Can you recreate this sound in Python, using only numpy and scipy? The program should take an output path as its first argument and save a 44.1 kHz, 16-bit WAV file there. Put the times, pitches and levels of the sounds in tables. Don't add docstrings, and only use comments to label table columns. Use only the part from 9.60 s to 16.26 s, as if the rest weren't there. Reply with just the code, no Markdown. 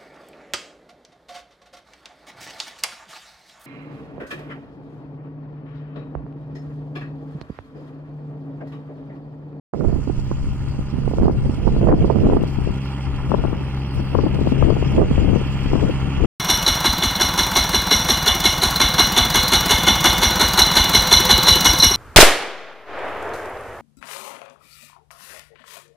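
import sys
import numpy as np
from scipy import signal
from scipy.fft import rfft, irfft, next_fast_len
from scipy.io import wavfile
from scipy.ndimage import uniform_filter1d, minimum_filter1d

SR = 44100
rng = np.random.default_rng(int(sys.argv[2]) if len(sys.argv) > 2 else 0)


def pcm_store(signal):
    levels = np.round(np.clip(np.atleast_2d(signal), -1, 1) * 32767)
    wavfile.write(sys.argv[1], SR, levels.astype(np.int16).T)


N = 293706
TIME = np.arange(N) / SR
FFT_SIZE = next_fast_len(N, real=True)
BINS_HZ = np.fft.rfftfreq(FFT_SIZE, 1 / SR)


def from_db(db):
    return 10 ** (np.asarray(db) / 20)


def unit_rms(x):
    return x / np.sqrt(np.mean(x ** 2) + 1e-20)


def in_time(rows):
    times, *columns = np.transpose(rows)
    return [np.interp(TIME, times, column) for column in columns]


def at_hz(points, hz):
    freqs, values = np.transpose(points)
    return np.interp(np.log(hz + 1), np.log(freqs), values)


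def butter(x, hz, kind, order=2):
    return signal.sosfilt(signal.butter(order, hz, kind, fs=SR, output="sos"), x + 1e-18)


def drift(rate):
    pole = np.exp(-40 * np.pi * rate / SR)
    white = rng.standard_normal(N // 20 + 4002)
    slow = signal.lfilter([1], [1, -2 * pole, pole * pole], white)[4000:]
    return np.interp(np.arange(N) / 20, np.arange(len(slow)), unit_rms(slow))


def flutter(depth_db, rate):
    return unit_rms(from_db(depth_db * 2 * np.tanh(drift(rate) / 2)))


def gust_envelope(gusts, release_s, attack_s=0.025):
    power = np.zeros(N)
    for start, hold, db in gusts:
        before = np.maximum(start - TIME, 0) / attack_s
        after = np.maximum(TIME - start - hold, 0) / release_s
        power += from_db(2 * db) * np.exp(-2 * np.minimum(before + after, 20))
    return np.sqrt(power)


def rumble(flow, band_hz=(14, 150), knee_hz=90, lumps_db=2.6):
    noise = butter(rng.standard_normal(N), band_hz, "band", order=3)
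    eddying = butter(noise, knee_hz, "low", order=1)
    return flow * unit_rms(eddying * from_db(lumps_db * drift(14.2)))


def turbulence_db(gust, eddies, calm_db=-56, swirl_db=-10.5, swirl_s=0.0055):
    bursts = (gust + from_db(calm_db)) * flutter(depth_db=4.0, rate=50)
    swirls = np.zeros(N + SR)
    near = np.arange(-SR // 25, SR // 25)
    swirl = np.exp(-np.abs(near) / (swirl_s * SR))
    for time_s, db, _, _ in eddies:
        swirls[int(time_s * SR) + near] += from_db(db + swirl_db) * swirl
    return 20 * np.log10(np.hypot(bursts, swirls[:N]))


# frequency_hz, density_db
BUFFET_SPECTRUM = [(140, 0.5), (220, -1.5), (330, -4.5), (500, -6), (750, -19), (1100, -38), (1600, -40),
                   (2600, -55)]

def buffeting(force_db, brighten=0.32, strong_db=-11.5):
    edges_hz = 125 * 2 ** (np.arange(10) / 2)
    white = rng.standard_normal((2, N))
    out, power = 0, 0
    for k, (low, high) in enumerate(zip(edges_hz, edges_hz[1:])):
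        hz = np.sqrt(low * high)
        band = butter(white[k % 2], [low, high], "band", order=3) * from_db(at_hz(BUFFET_SPECTRUM, hz))
        tilt_db = brighten * np.log2(hz / 350) * (force_db - strong_db)
        out = out + band * from_db(force_db + tilt_db)
        power += np.mean(band ** 2)
    return out / np.sqrt(power)


EDDY_HZ, EDDY_S = 320, 0.0035

def lesser_eddies(gusts, per_s=10, over_db=1.0, spread_db=1.5):
    arrivals = np.flatnonzero(rng.random(N) < per_s / SR)
    excess_db = over_db + spread_db * rng.standard_normal(N)
    return [(TIME[i], db + excess_db[i], EDDY_HZ, EDDY_S)
            for start, hold, db in gusts for i in arrivals if start < TIME[i] < start + hold]


def slaps(eddies, swell=0.44, fade=0.98, slowing=0.35, wobble=0.11, steepen=0.35,
          crack_s=0.00043, break_db=-5.5):
    out = np.zeros(N + SR)
    offsets = np.arange(-SR // 30, SR // 30)
    t = offsets / SR
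    crack = -0.4 * t / crack_s * np.exp(-(t / crack_s) ** 2)
    polarity = rng.choice([-1, 1], N)
    unsteady = drift(115)
    crackle = from_db(-20.5) * unit_rms(butter(rng.standard_normal(N), (520, 1130), "band", order=3))
    for time_s, db, hz, length_s in eddies:
        at = int(time_s * SR)
        span = at + offsets
        age = np.maximum(t, 0) / length_s
        crest = np.exp(np.minimum(t, 0) / (swell * length_s) - age / fade)
        phase = 2 * np.pi * (hz * t / (1 + age) ** slowing + wobble * unsteady[span % N])
        swing = np.cos(phase + steepen * crest * np.cos(phase))
        breaking = (hz / EDDY_HZ) ** 2 * from_db(0.8 * min(db - break_db, 0))
        burst = crack + crest * crackle[span % N]
        out[span] += polarity[at] * from_db(db) * (crest * swing + breaking * burst)
    return butter(out[:N], 1800, "low", order=4)


# time_s, left_db, right_db
BREEZE_LEVELS = [(0.15, -30, -34), (0.5, -30, -22.5), (0.9, -21, -24), (1.3, -30, -30), (1.999, -29.5, -24),
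                 (2.6, -25.5, -12), (2.95, -30, -34), (3.302, -39, -35), (4.35, -29.5, -35),
                 (5.2, -19, -27), (5.9, -24.5, -27.5), (6.66, -37, -30)]
# start_s, hold_s, rumble_db, buffeting_db, port
WIND_GUSTS = [(0.123, 0.097, -39, -18, "right"), (0.239, 0.1, -18.5, -20, "right"),
              (0.247, 0.041, -19, -33, "left"), (0.488, 0.016, -28, -38, "right"),
              (1.34, 0.18, -20.5, -29, "right"), (1.6, 0.14, -13.5, -22, "right"),
              (1.608, 0.024, -17.5, -18, "left"), (1.755, 0.11, -16.5, -26.5, "left"),
              (1.763, 0.23, -24, -30.5, "right"), (2.12, 0.063, -24, -22.5, "left"),
              (2.059, 0.015, -13, -17, "right"), (2.15, 0.21, -17.5, -22, "right"),
              (2.221, 0.23, -17, -19.5, "left"), (2.268, 0.043, -14, -5, "right"),
              (2.408, 0.05, -26, -16, "right"), (2.5, 0.07, -19.5, -14.5, "right"),
              (2.6, 0.16, -29, -17.5, "right"), (2.646, 0.18, -17, -19, "left"),
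              (2.99, 0.13, -16, -31.5, "left"), (3.466, 0.27, -25, -67, "left"),
              (3.717, 0.085, -18.5, -20.5, "left"), (3.79, 0.17, -19.5, -28, "left"),
              (4.368, 0.025, -18.5, -27.5, "left"), (4.548, 0.087, -15.5, -17, "left"),
              (4.6, 0.57, -35, -35, "right"), (4.704, 0.68, -20, -23, "left"),
              (5.023, 0.083, -10.5, -15, "left"), (5.17, 0.2, -32, -35.5, "right"),
              (5.31, 0.14, -29, -22.5, "left"), (5.392, 0.039, -7.5, -9, "right"),
              (5.5, 0.041, -24, -33, "right"), (5.603, 0.17, -12.5, -17, "left"),
              (6.106, 0.16, -14.5, -17, "left"), (6.422, 0.04, -27, -28.5, "left"),
              (6.57, .08, -34, -33, "right"), (6.605, .06, -15, -16, "left")]
# crest_s, level_db, pitch_hz, length_s, port
HARD_EDDIES = [(0.137, -4.5, 585, 0.0004, "right"), (0.145, -12, 560, 0.0045, "right"),
               (0.209, -12, 540, 0.0038, "right"), (0.243, -14, 480, 0.0025, "right"),
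               (0.249, -10, 400, 0.0026, "right"), (0.328, -12, 310, 0.0063, "right"),
               (0.362, -15, 357, 0.0081, "right"), (0.476, -12.5, 340, 0.0051, "right"),
               (0.499, -12, 323, 0.0069, "right"), (0.593, -22, 333, 0.0052, "right"),
               (0.715, -8, 370, 0.0021, "right"), (1.147, -22, 327, 0.0057, "left"),
               (1.191, -14, 267, 0.004, "right"), (1.341, -17, 283, 0.0093, "right"),
               (1.385, -13.5, 250, 0.0054, "right"), (1.478, -10, 440, 0.0028, "right"),
               (1.514, -15, 423, 0.0029, "right"), (1.537, -13.5, 426, 0.0046, "right"),
               (1.585, -11.5, 430, 0.0022, "right"), (1.6, -16, 377, 0.0039, "right"),
               (1.623, -6, 326, 0.004, "right"), (1.633, -5.5, 330, 0.0044, "right"),
               (1.648, -12, 380, 0.0029, "right"), (1.652, -13, 350, .005, "left"),
               (1.668, -4, 230, 0.0041, "right"), (1.71, -8, 350, 0.003, "right"),
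               (1.657, -5, 300, 0.003, "right"), (1.682, 4.5, 387, 0.0024, "right"),
               (1.698, -9, 382, 0.006, "left"), (1.86, -16, 280, 0.01, "right"),
               (1.896, -9.5, 310, 0.0057, "right"), (1.985, -15, 262, 0.0057, "right"),
               (2.073, -9, 368, 0.0078, "right"), (2.078, -6.5, 513, 0.0018, "right"),
               (2.089, -15, 494, 0.003, "right"), (2.165, -12, 382, 0.0036, "left"),
               (2.215, -14, 420, 0.0045, "left"), (2.238, -10.5, 350, 0.0056, "right"),
               (2.272, -3, 476, 0.0029, "right"), (2.281, -19, 400, 0.0035, "left"),
               (2.293, -12, 400, 0.0034, "left"), (2.305, -8, 530, 0.0016, "right"),
               (2.326, -4, 490, 0.001, "left"), (2.337, -3, 276, 0.011, "left"),
               (2.447, -6, 380, 0.005, "right"), (2.48, -9, 220, 0.0038, "right"),
               (2.502, -4, 596, 0.0042, "right"), (2.51, -4, 450, 0.0027, "right"),
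               (2.559, -3, 247, 0.0038, "right"), (2.587, -11, 350, 0.0016, "right"),
               (2.636, -10.5, 330, 0.005, "left"), (2.659, -5, 250, 0.0038, "left"),
               (2.669, -7, 400, 0.0031, "right"), (2.673, -15, 416, 0.003, "left"),
               (2.69, -6.5, 308, 0.0022, "right"), (2.699, -8, 413, 0.0026, "left"),
               (2.723, -7, 494, 0.0031, "right"), (2.734, -6.5, 495, 0.0035, "right"),
               (2.769, -2, 390, 0.006, "right"), (2.818, -12.5, 272, 0.012, "left"),
               (2.837, -6.5, 320, 0.002, "left"), (2.987, -11, 282, 0.0054, "left"),
               (3.075, -8.5, 297, 0.0023, "left"), (3.09, -15.5, 380, 0.0052, "left"),
               (3.718, -5, 540, 0.0024, "left"), (3.736, -17, 450, 0.0022, "left"),
               (3.742, -4.5, 630, 0.0032, "left"), (3.747, -10, 550, 0.0043, "left"),
               (3.792, -13.5, 374, 0.0039, "left"), (3.839, -8, 390, 0.0013, "left"),
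               (3.849, -11.5, 396, 0.0021, "left"), (3.853, -10.5, 594, 0.0014, "left"),
               (3.883, -17, 454, 0.0033, "left"), (3.930, -9.5, 385, 0.0023, "left"),
               (4.012, -18, 332, 0.0038, "left"), (4.401, -13.5, 333, 0.0038, "left"),
               (4.551, -5, 560, 0.0029, "left"), (4.588, -2.5, 450, 0.0046, "left"),
               (4.639, -9.5, 377, 0.0069, "right"), (4.666, -7, 327, 0.0065, "left"),
               (4.791, -12, 430, 0.0024, "left"), (4.814, -12.5, 284, 0.0096, "left"),
               (4.873, -7.5, 374, 0.0037, "left"), (4.923, -5.5, 300, 0.0065, "left"),
               (4.956, -14, 300, 0.004, "left"), (5.026, -3, 473, 0.0026, "left"),
               (5.072, -11, 328, 0.0089, "left"), (5.104, -6.5, 420, 0.0076, "left"),
               (5.124, -7, 340, 0.0054, "left"), (5.168, -11, 426, 0.002, "left"),
               (5.227, -7.5, 335, 0.0025, "left"), (5.352, -12, 340, 0.0055, "right"),
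               (5.382, 4, 330, 0.0033, "left"), (5.391, -7, 277, 0.027, "right"),
               (5.399, -13, 380, 0.0036, "right"), (5.412, -10, 350, 0.004, "left"),
               (5.417, -3, 565, 0.002, "right"), (5.426, -4, 436, 0.012, "right"),
               (5.513, -5, 262, 0.0065, "right"), (5.58, -3.5, 360, 0.0018, "left"),
               (5.602, -14, 350, 0.0055, "left"), (5.648, -11, 350, 0.0056, "left"),
               (5.693, -10.5, 241, 0.012, "left"), (5.698, -14, 403, 0.004, "left"),
               (5.733, -9.5, 314, 0.0071, "left"), (5.752, -18, 400, 0.0016, "left"),
               (5.76, 1, 257, 0.0032, "left"), (5.815, -15, 400, 0.0036, "left"),
               (6.06, -13, 273, 0.0057, "left"), (6.134, -5, 413, 0.0034, "left"),
               (6.155, -3.5, 350, 0.0042, "left"), (6.179, -13, 375, 0.0064, "left"),
               (6.229, -10, 438, 0.0046, "left"), (6.298, -12.5, 438, 0.0068, "left"),
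               (6.478, -15.5, 248, 0.0073, "left"), (6.606, -15, 414, 0.0033, "left"),
               (6.639, -13.5, 370, 0.0052, "left"), (6.647, -7.5, 470, 0.0023, "left")]

def wind(port, buffet_gain_db=-2.8, slap_gain_db=3.3):
    left_db, right_db = in_time(BREEZE_LEVELS)
    breeze = from_db(left_db if port == "left" else right_db)
    rumbles = [(start, hold, db) for start, hold, db, _, side in WIND_GUSTS if side == port]
    buffets = [(start, hold, db) for start, hold, _, db, side in WIND_GUSTS if side == port]
    eddies = [eddy for *eddy, side in HARD_EDDIES if side == port] + lesser_eddies(buffets)
    rumbling = rumble(np.hypot(breeze, gust_envelope(rumbles, release_s=0.043)))
    force_db = turbulence_db(gust_envelope(buffets, release_s=0.053), eddies)
    bursts = from_db(buffet_gain_db) * buffeting(force_db)
    return rumbling + bursts + from_db(slap_gain_db) * slaps(eddies)


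# frequency_hz, coherence_ratio
PORT_COHERENCE = [(60, 1), (1900, 0.99), (2600, 0.75), (3900, 0.94), (4700, 0.42), (6800, 0.73),
                  (8200, 0.56), (10000, 0.1)]
# frequency_hz, lead_rad
PORT_PHASE = [(900, 0), (1400, .7), (1800, 0), (2250, .2), (2800, .95), (3400, 2.5), (3800, 3.14),
              (9000, 3.1), (10500, 1.5)]
# frequency_hz, left_minus_right_db
PORT_BALANCE = [(400, -2), (650, 12.5), (950, -5.5), (1350, -2), (1700, 6), (2200, -2.5), (2750, -8.5),
                (3300, -5), (3900, -1), (15000, -4)]

def tractor_noise(spectrum):
    mid, side = rfft(rng.standard_normal((2, FFT_SIZE)))
    sign = np.array([[1], [-1]])
    coherence = at_hz(PORT_COHERENCE, BINS_HZ)
    pair = np.sqrt(1 + coherence) * mid + sign * np.sqrt(1 - coherence) * side
    gain = from_db(at_hz(spectrum, BINS_HZ) + sign * at_hz(PORT_BALANCE, BINS_HZ) / 2)
    phase_shift = np.exp(0.5j * sign * at_hz(PORT_PHASE, BINS_HZ))
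    return unit_rms(irfft(pair * gain * phase_shift)[:, :N])


def firing_pulse(firings, late, decay, depth, uneven_db, rise_hz=800):
    cycle, within = np.divmod(firings - late + 1, 1)
    strengths = from_db(uneven_db * np.tanh(rng.standard_normal(N // 100)))
    bursts = strengths[cycle.astype(int)] * np.exp(-within / decay)
    return unit_rms(1 + depth * butter(bursts, rise_hz, "low"))


def hum(cycles, harmonics, waver_db):
    return -np.sqrt(2) * sum(from_db(db + waver_db * drift(20)) * np.sin(2 * np.pi * k * cycles)
                             for k, db in harmonics)


# start_s, level_db
ICE_IMPACTS = [(2.828, -37), (3.2625, -44), (5.3198, -41), (6.2986, -38)]

def ice(gain_db=-11, decay_s=0.005, band_hz=(4500, 13000)):
    hits = np.zeros(N)
    for start, db in ICE_IMPACTS:
        hits[int(start * SR)] = from_db(db + gain_db)
    envelope = signal.lfilter([1], [1, -np.exp(-1 / (decay_s * SR))], hits + 1e-18)
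    return envelope * unit_rms(butter(rng.standard_normal((2, N)), band_hz, "band"))


# frequency_hz, density_db
PLUME_SPECTRUM = [(2000, -10.5), (3600, 2.5), (4700, 7), (6000, -1), (7200, 1.5), (9400, -7), (10600, -21),
                  (12300, -12.5), (14200, -29), (15700, -15.5)]
WARBLE_EDGES = (0, 4200, 5000, 5800, 6600, 7400, 8200, 9200, 11000, 13500, 22000)
# time_s, gain_db
SIZZLE_GAIN = [(0.3, 3), (1.5, -2), (2.9, -2), (3.4, -3), (4.5, -7), (5.0, -0.5), (6.66, 0.5)]

def plume(firings, level_db, gain_db=6, sizzle_hz=(5800, 8200), warble_db=2.4, surge_db=1.0):
    throb = firing_pulse(firings, late=0.098, decay=1.0, depth=0.35, uneven_db=5, rise_hz=150)
    grit = flutter(depth_db=1.7, rate=200)
    spray = rfft(tractor_noise(PLUME_SPECTRUM), FFT_SIZE)
    hiss = 0
    for low, high in zip(WARBLE_EDGES, WARBLE_EDGES[1:]):
        band = irfft(spray * (BINS_HZ >= low) * (BINS_HZ < high))[:, :N]
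        sizzle_db = in_time(SIZZLE_GAIN)[0] if sizzle_hz[0] <= low < sizzle_hz[1] else 0
        hiss = hiss + band * from_db(sizzle_db + warble_db * drift(11))
    return from_db(level_db + gain_db + surge_db * drift(28)) * hiss * throb * grit


# frequency_hz, density_db
HOUSING_SPECTRUM = [(350, -38), (500, -0.5), (650, -10), (790, 5), (950, 1), (1100, -0.5), (1280, 0.5),
                    (1420, 1.5), (1530, -9), (2200, -7.5), (4000, -45)]
# harmonic_number, level_db
BLADE_HARMONICS = [(1, -23), (5, -14), (7, -20), (14, -35.5)]
# time_s, level_db
BLOWER_LOAD = [(0.13, -52), (0.5, -53.5), (1.5, -50.5), (2.4, -49.5), (3.0, -47), (3.6, -44), (4.4, -46),
               (5.4, -43.5), (5.8, -44.5), (6.66, -41)]

def impeller(firings, blades_per_firing=0.831, blade_count=4, churn_db=3.5, hum_db=15):
    blade_passes = firings * blades_per_firing
    throb = firing_pulse(firings, late=-0.072, decay=0.88, depth=0.6, uneven_db=6)
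    turns = blade_passes / blade_count + 0.15 * drift(1.4)
    swell_db = 1.7 * np.sin(2 * np.pi * turns)
    lumps_db = -0.5 * drift(17)
    churn = from_db(churn_db + swell_db + lumps_db) * tractor_noise(HOUSING_SPECTRUM) * throb
    blades = from_db(hum_db) * hum(blade_passes, BLADE_HARMONICS, waver_db=3.5)
    return from_db(in_time(BLOWER_LOAD)[0]) * (churn + blades)


# frequency_hz, density_db
CLATTER_SPECTRUM = [(700, -12.5), (1600, -5), (2000, -3), (2350, -1.5), (2640, 1), (2735, 4.5), (2820, 0),
                    (2980, -1.5), (3200, 1.5), (3600, -11.5), (4500, -24.5), (8000, -34.5), (16000, -52.5)]

def clatter(firings, level_db, gain_db=1.0, flicker_db=1.1):
    knocks = firing_pulse(firings, late=0.01, decay=0.5, depth=0.8, uneven_db=4.5)
    gain = from_db(level_db + gain_db + flicker_db * drift(24))
    return gain * tractor_noise(CLATTER_SPECTRUM) * knocks


# harmonic_number, level_db
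EXHAUST_HARMONICS = [(1, -1.7), (2, 1), (3, -8.5), (4, -16), (5, -21.5), (6, -25), (7, -25), (8, -28),
                     (9, -28), (12, -30), (13, -32), (14, -29), (15, -28), (18, -31), (21, -33)]
# frequency_hz, density_db
ROAR_SPECTRUM = [(20, -14), (45, -5), (130, -1.5), (200, 0.5), (290, -2), (380, -9.5), (470, -20),
                 (650, -19.5), (1200, -61)]
# time_s, level_db
EXHAUST_LEVEL = [(0, -33.5), (1.2, -30.5), (2.3, -28), (3.3, -29), (4.3, -28), (5.4, -26), (5.9, -27.5),
                 (6.66, -26.5)]

def exhaust(firings, roar_db=-7, jitter_cycles=0.006):
    tone = hum(firings + jitter_cycles * drift(20), EXHAUST_HARMONICS, waver_db=1.1)
    roar = from_db(roar_db) * tractor_noise(ROAR_SPECTRUM)
    puffs = firing_pulse(firings, late=-0.11, decay=0.17, depth=0.9, uneven_db=3)
    return from_db(in_time(EXHAUST_LEVEL)[0]) * (tone + roar * puffs)


# time_s, firing_rate_hz
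FIRING_RATE = [(0, 67.3), (0.6, 67.8), (1.3, 67.8), (1.7, 67.1), (2.0, 66.4), (2.4, 66.9), (3.2, 66.8),
               (4.5, 66.7), (5.0, 67.5), (5.4, 67.5), (6.1, 67.6), (6.66, 67.1)]
# time_s, level_db
CLATTER_LEVEL = [(0.3, -59), (0.55, -53.5), (1.4, -53), (2.0, -51), (2.45, -47), (3.2, -46), (4.35, -46),
                 (4.7, -43), (5.6, -40), (6.66, -40)]

def scene():
    firings = np.cumsum(in_time(FIRING_RATE)[0]) / SR
    clatter_db = in_time(CLATTER_LEVEL)[0]
    hiss_db = -57 + 0.37 * (clatter_db - clatter_db.mean())
    engine = exhaust(firings) + clatter(firings, clatter_db)
    blower = impeller(firings) + plume(firings, hiss_db) + ice()
    return engine + blower + np.array([wind("left"), wind("right")])


def gain_control(x, threshold_db=-15.5, squeeze=0.81, release_db_per_s=91, linked=0.26,
                 window_s=0.055, lag_s=0.016):
    power = uniform_filter1d(butter(x, 200, "high") ** 2, size=int(window_s * SR))
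    late_power = np.pad(power, ((0, 0), (int(lag_s * SR), 0)))[:, :N]
    over_db = np.maximum(10 * np.log10(np.abs(late_power) + 1e-12) - threshold_db, 0)
    release_db = release_db_per_s * TIME
    held_db = np.maximum.accumulate(over_db + release_db, axis=1) - release_db
    return x * from_db(-squeeze * np.maximum(held_db, linked * held_db[::-1]))


def record(dry, opens_s=0.13, opening_db=-7, fade_up_s=0.17, ceiling=0.88, cutoff_hz=15800):
    gate = np.clip(np.minimum(TIME - opens_s, TIME[-1] - TIME) / 0.004, 0, 1)
    fade_up = from_db(opening_db * np.clip(1 - (TIME - opens_s) / fade_up_s, 0, 1))
    opened = gain_control(dry) * gate * fade_up
    allowed_gain = np.minimum(1, ceiling / (np.abs(opened) + 1e-9))
    limiter_gain = uniform_filter1d(minimum_filter1d(allowed_gain, size=89), size=89)
    low_pass = signal.ellip(10, 0.1, 80, cutoff_hz, fs=SR, output="sos")
    return signal.sosfilt(low_pass, opened * limiter_gain)


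dry = scene()
out = record(dry)
pcm_store(out)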